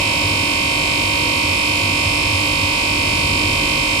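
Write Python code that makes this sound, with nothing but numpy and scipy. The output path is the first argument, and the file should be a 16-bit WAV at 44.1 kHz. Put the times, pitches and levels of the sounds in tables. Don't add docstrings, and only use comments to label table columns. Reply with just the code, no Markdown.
import sys
import numpy as np
from scipy import signal
from scipy.fft import rfft, irfft
from scipy.io import wavfile
from scipy.ndimage import map_coordinates

SR = 44100
rng = np.random.default_rng(int(sys.argv[2]) if len(sys.argv) > 2 else 0)


def unload_wav(signal):
    wavfile.write(
        sys.argv[1],
        SR,
        np.round(np.clip(np.atleast_2d(signal).T, -1, 1) * 32767).astype(np.int16),
    )


N = 176400
CYCLE_HZ = 50.013
# f/Hz, likeness/0-1
MIC_LIKENESS = [(130, 1), (200, .99), (320, 0.9), (500, 0.4), (700, 0.25), (15000, .02)]


def pump(size=4096, poses=14):
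    orders, lines = pump_cycle()
    t = np.arange(N) / SR
    pose, place = np.linspace(0, poses - 1, N), t * CYCLE_HZ % 1 * size
    sway = .093 + .018 * orders * CYCLE_HZ / 1000
    out = []
    for mic in lines:
        real, imag = rng.standard_normal((2, poses, len(orders)))
        swayed = mic * (1 + sway * (real + 1j * imag))
        cycles = irfft(np.pad(swayed, ((0, 0), (1, 0))), size) * size / np.sqrt(2)
        out.append(map_coordinates(cycles, [pose, place], order=1, mode="grid-wrap"))
    return np.array(out)


def pump_cycle(size=512, count=309, turns=80, drone_hz=698.4, ring_hz=(1900, 5500), band_hz=420):
    orders = np.arange(1, count + 1)
    hz = orders * CYCLE_HZ
    gain, apart = bench_colour(hz)
    centres = np.arange(*ring_hz, band_hz / 2)[:, None]
    bands = np.exp(-((hz - centres) / band_hz) ** 2)
    force = knock_force(centres, size)
    droning = (hz > drone_hz) & (hz <= ring_hz[0])
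    ringing = (hz > ring_hz[0]) & (hz < ring_hz[1])
    lines = gain * np.exp(1j * np.pi * rng.uniform(-1, 1, gain.shape) * np.where(ringing, .5, 1))
    for turn in range(turns):
        ring = np.fft.ifft(lines[:, None] * bands, size)
        ring += ring.sum(0) * np.exp(-2 * turn / turns)
        knocked = (np.fft.fft(force * flatten(ring))[..., :count] * bands).sum(1)
        drone = np.fft.ifft(lines * droning, size)
        drone += 2 * drone.sum(0)
        even = np.fft.fft(flatten(drone))[:, :count]
        shaped = np.where(ringing, knocked, np.where(droning, even, lines))
        lines = gain * np.exp(1j * np.angle(shaped))
        if turn > turns / 4:
            lead = apart * np.sign(np.angle(lines[0] * lines[1].conj()))
            pair = gain * np.exp(.5j * np.array([lead, -lead]))
            lines = pair * np.exp(1j * np.angle((lines * pair.conj()).sum(0)))
    return orders, lines


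def knock_force(centres, size, width_cycles=.04, log_spread=.17, sweep_s_per_hz=1.5e-6):
    # place/cycles, left weight/dB, right weight/dB, f/Hz
    knocks = [(-.005, 4, 3, 2480), (.06, -20, -8, 2270), (.13, -12, -16, 3100), (.26, -9, -9, 2550),
              (.35, -5, 0, 2620), (.51, -4, 0, 2600), (.645, -1, -4, 2450), (.75, -6, -2, 2620),
              (.85, -16, -6, 2900), (.92, -5, 0, 2680), (.01, -18, -9, 4800), (.36, -18, -9, 4200),
              (.66, -20, -11, 5100), (.73, -22, -10, 3800), (.82, -18, -5, 4800), (.94, -18, -7, 4000)]
    place = np.arange(size) / size
    force = amp(-24)
    for at, left_db, right_db, hz in knocks:
        late = (place - at + sweep_s_per_hz * CYCLE_HZ * (centres - hz) + .5) % 1 - .5
        shape = np.exp(-(late / width_cycles) ** 2 - (np.log(centres / hz) / log_spread) ** 2)
        force = np.hypot(force, amp([left_db, right_db])[:, None, None] * shape)
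    return force


def bench_colour(hz, scatter_db=2.2, max_apart_rad=2.68):
    # order, left level/dB, right level/dB, likeness/-1 to 1
    strong_orders = [(6, -35.0, -34.0, 1.0), (10, -46.0, -40.0, 0.1), (11, -38.0, -39.0, 0.7),
                     (12, -46.0, -47.0, 0.8), (16, -48.0, -42.0, -0.8), (17, -39.0, -39.0, -0.9),
                     (18, -40.0, -39.0, -0.1), (19, -32.0, -29.0, -0.1), (21, -40.0, -38.0, 0.8),
                     (22, -35.0, -42.0, 0.9), (23, -40.0, -34.0, -0.7), (30, -51.0, -43.0, 0.0),
                     (40, -43.0, -42.0, -0.9), (41, -51.0, -38.0, 0.3), (42, -31.0, -29.0, -0.8),
                     (43, -54.0, -38.0, -0.3), (44, -52.0, -39.0, -0.2), (45, -33.0, -38.0, 1.0),
                     (46, -36.0, -37.0, 0.3), (47, -31.0, -32.0, 0.7), (48, -42.0, -36.0, -0.8),
                     (49, -41.0, -25.0, 0.2), (50, -31.0, -39.0, 0.3), (51, -33.0, -26.0, -0.1),
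                     (52, -37.0, -41.0, -0.1), (53, -35.0, -35.0, 1.0), (54, -31.0, -29.0, -0.1),
                     (55, -44.0, -39.0, -0.7), (56, -38.0, -33.0, -0.7), (57, -46.0, -35.0, -0.7),
                     (58, -42.0, -37.0, -0.5), (61, -49.0, -32.0, 0.6), (62, -35.0, -29.0, 0.3),
                     (69, -48.0, -39.0, -0.8), (74, -48.0, -36.0, 0.9), (77, -47.0, -39.0, 0.9),
                     (79, -46.0, -39.0, 0.9), (88, -55.0, -35.0, 0.6), (89, -45.0, -36.0, 0.9),
                     (94, -54.0, -38.0, 0.9), (105, -49.0, -34.0, 0.9), (106, -66.0, -37.0, -0.0)]
    # f/Hz, left level/dB, right level/dB
    buzz_levels = [(147, -51, -47.5), (600, -55.5, -55), (1070, -52, -56), (1350, -70, -66.5),
                   (1760, -61, -64), (2350, -49, -60), (3000, -44, -46), (3450, -46, -43), (3780, -48, -49),
                   (3950, -43, -42), (4300, -52, -42), (4550, -52, -45), (4900, -53, -41.5),
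                   (5150, -53, -47), (5400, -57, -45), (5756, -61, -52.5), (6570, -59, -57),
                   (7570, -50, -55), (9510, -57, -59), (12640, -65, -62.5), (15000, -72, -71)]
    db = both(buzz_levels, hz) + scatter_db * rng.standard_normal((2, len(hz)))
    apart = max_apart_rad * rng.random(len(hz))
    for order, left_db, right_db, likeness in strong_orders:
        db[:, order - 1] = left_db, right_db
        apart[order - 1] = np.arccos(likeness)
    return amp(db), apart


def drive(waver_depth=.24):
    # f/Hz, level before wavering/dB
    tones = [(98.3, -38), (147.4, -40), (196.5, -49), (260, -41), (280, -41.5), (290, -42), (296, -43.5),
             (310, -44), (335, -45.5), (360, -49.5), (538, -49.5), (684, -44), (722, -48)]
    t, out = np.arange(N) / SR, np.zeros((2, N))
    for hz, db in tones:
        waver = 1 + waver_depth * (drift(N, count=16) + 1j * drift(N, count=16))
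        start = 2 * np.pi * rng.random()
        apart = np.arccos(read(MIC_LIKENESS, hz)) * rng.choice([-1, 1])
        phase = 2 * np.pi * hz * t + start + np.array([[0], [apart]])
        out += np.sqrt(2) * amp(db) * (waver * np.exp(1j * phase)).real
    return out


def throb(hz=94.6, half_width_s=.021):
    # t/s, peak level/dB
    peaks = [(.08, -28), (.26, -19), (.52, -22), (1.5, -22), (1.74, -25), (2.07, -19.5), (2.35, -19.5),
             (2.64, -19.5), (3.0, -18.5), (3.075, -22), (3.16, -20), (3.29, -24)]
    t, out = np.arange(N) / SR, np.zeros(N)
    for at, db in peaks:
        envelope = amp(db) * np.exp(-((t - at) / half_width_s) ** 2)
        out += envelope * np.cos(2 * np.pi * (hz * t + rng.random()))
    return out


def cabinet(split_hz=65):
    # f/Hz, density/(dB per Hz)
    panel_spectrum = [(10, -66), (28, -59.5), (42, -48), (58, -50.5), (78, -50), (94, -47), (106, -47.5),
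                      (118, -54), (180, -58), (235, -56), (300, -57.5), (345, -56.5), (420, -62.5),
                      (700, -73.5)]
    # t/s, gain/dB
    deep_swell = [(0, 1), (.4, -13), (.7, -4.5), (1.8, -5), (2.25, -0.5), (2.5, -2.5), (3.3, -2), (3.62, 4),
                  (4, -9)]
    # t/s, gain/dB
    upper_swell = [(0, -0.5), (1.1, -1), (1.6, -1), (2.8, -2), (3.45, 3.5), (3.7, -1.5), (4, -1)]
    hz, t = np.fft.rfftfreq(N, 1 / SR), np.arange(N) / SR
    rumble = noise(read(panel_spectrum, hz) - 100 * (hz > panel_spectrum[-1][0]))
    deep = irfft(rfft(rumble) / (1 + (hz / split_hz) ** 8), N)
    deep_gain = amp(np.interp(t, *np.transpose(deep_swell)))
    upper_gain = amp(np.interp(t, *np.transpose(upper_swell)))
    return (rumble - deep) * upper_gain + deep * deep_gain


def fuel_flow(ripple_hz=55):
    # f/Hz, left density/(dB per Hz), right density/(dB per Hz)
    hiss_spectrum = [(20, -95, -95), (430, -69, -67), (536, -59, -59.5), (640, -60, -63), (800, -68, -66),
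                     (1030, -65, -63), (1300, -69.5, -67.5), (1620, -72.5, -70.5), (1820, -72, -69.5),
                     (2050, -66, -63), (3000, -66.5, -63.5), (4200, -71.5, -67.5), (5100, -73, -67.5),
                     (6000, -78, -69), (7400, -73, -67), (9500, -73, -72), (12000, -82, -81),
                     (15000, -91, -91)]
    hz = np.fft.rfftfreq(N, 1 / SR)
    ripple = np.interp(hz / ripple_hz, np.arange(SR), rng.standard_normal(SR))
    depth_db = .6 + .22 * hz / 1000
    return noise(both(hiss_spectrum, hz) + depth_db * ripple)


def noise(db_per_hz):
    alike = read(MIC_LIKENESS, np.fft.rfftfreq(N, 1 / SR))
    left, unrelated = rfft(rng.standard_normal((2, N)))
    right = alike * left + np.sqrt(1 - alike ** 2) * unrelated
    return irfft(np.array([left, right]) * amp(db_per_hz), N) * np.sqrt(SR / 2)


def flatten(pair):
    return pair / np.sqrt((abs(pair) ** 2).sum(0))


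def drift(size, count):
    curve = signal.resample(rng.standard_normal(count), size)
    return curve / curve.std()


def amp(db):
    return 10 ** (np.asarray(db) / 20)


def read(points, hz, column=1):
    table = np.array(points, float)
    return np.interp(np.log(hz + 1), np.log(table[:, 0] + 1), table[:, column])


def both(points, hz):
    return np.array([read(points, hz, column=c) for c in (1, 2)])


def scene():
    return pump() + drive() + cabinet() + throb() + fuel_flow()


def record(dry):
    lowpass = signal.firwin(511, 15200, window=("kaiser", 9), fs=SR)
    return signal.oaconvolve(dry, lowpass[None], "same")


dry = scene()
out = record(dry)
unload_wav(out)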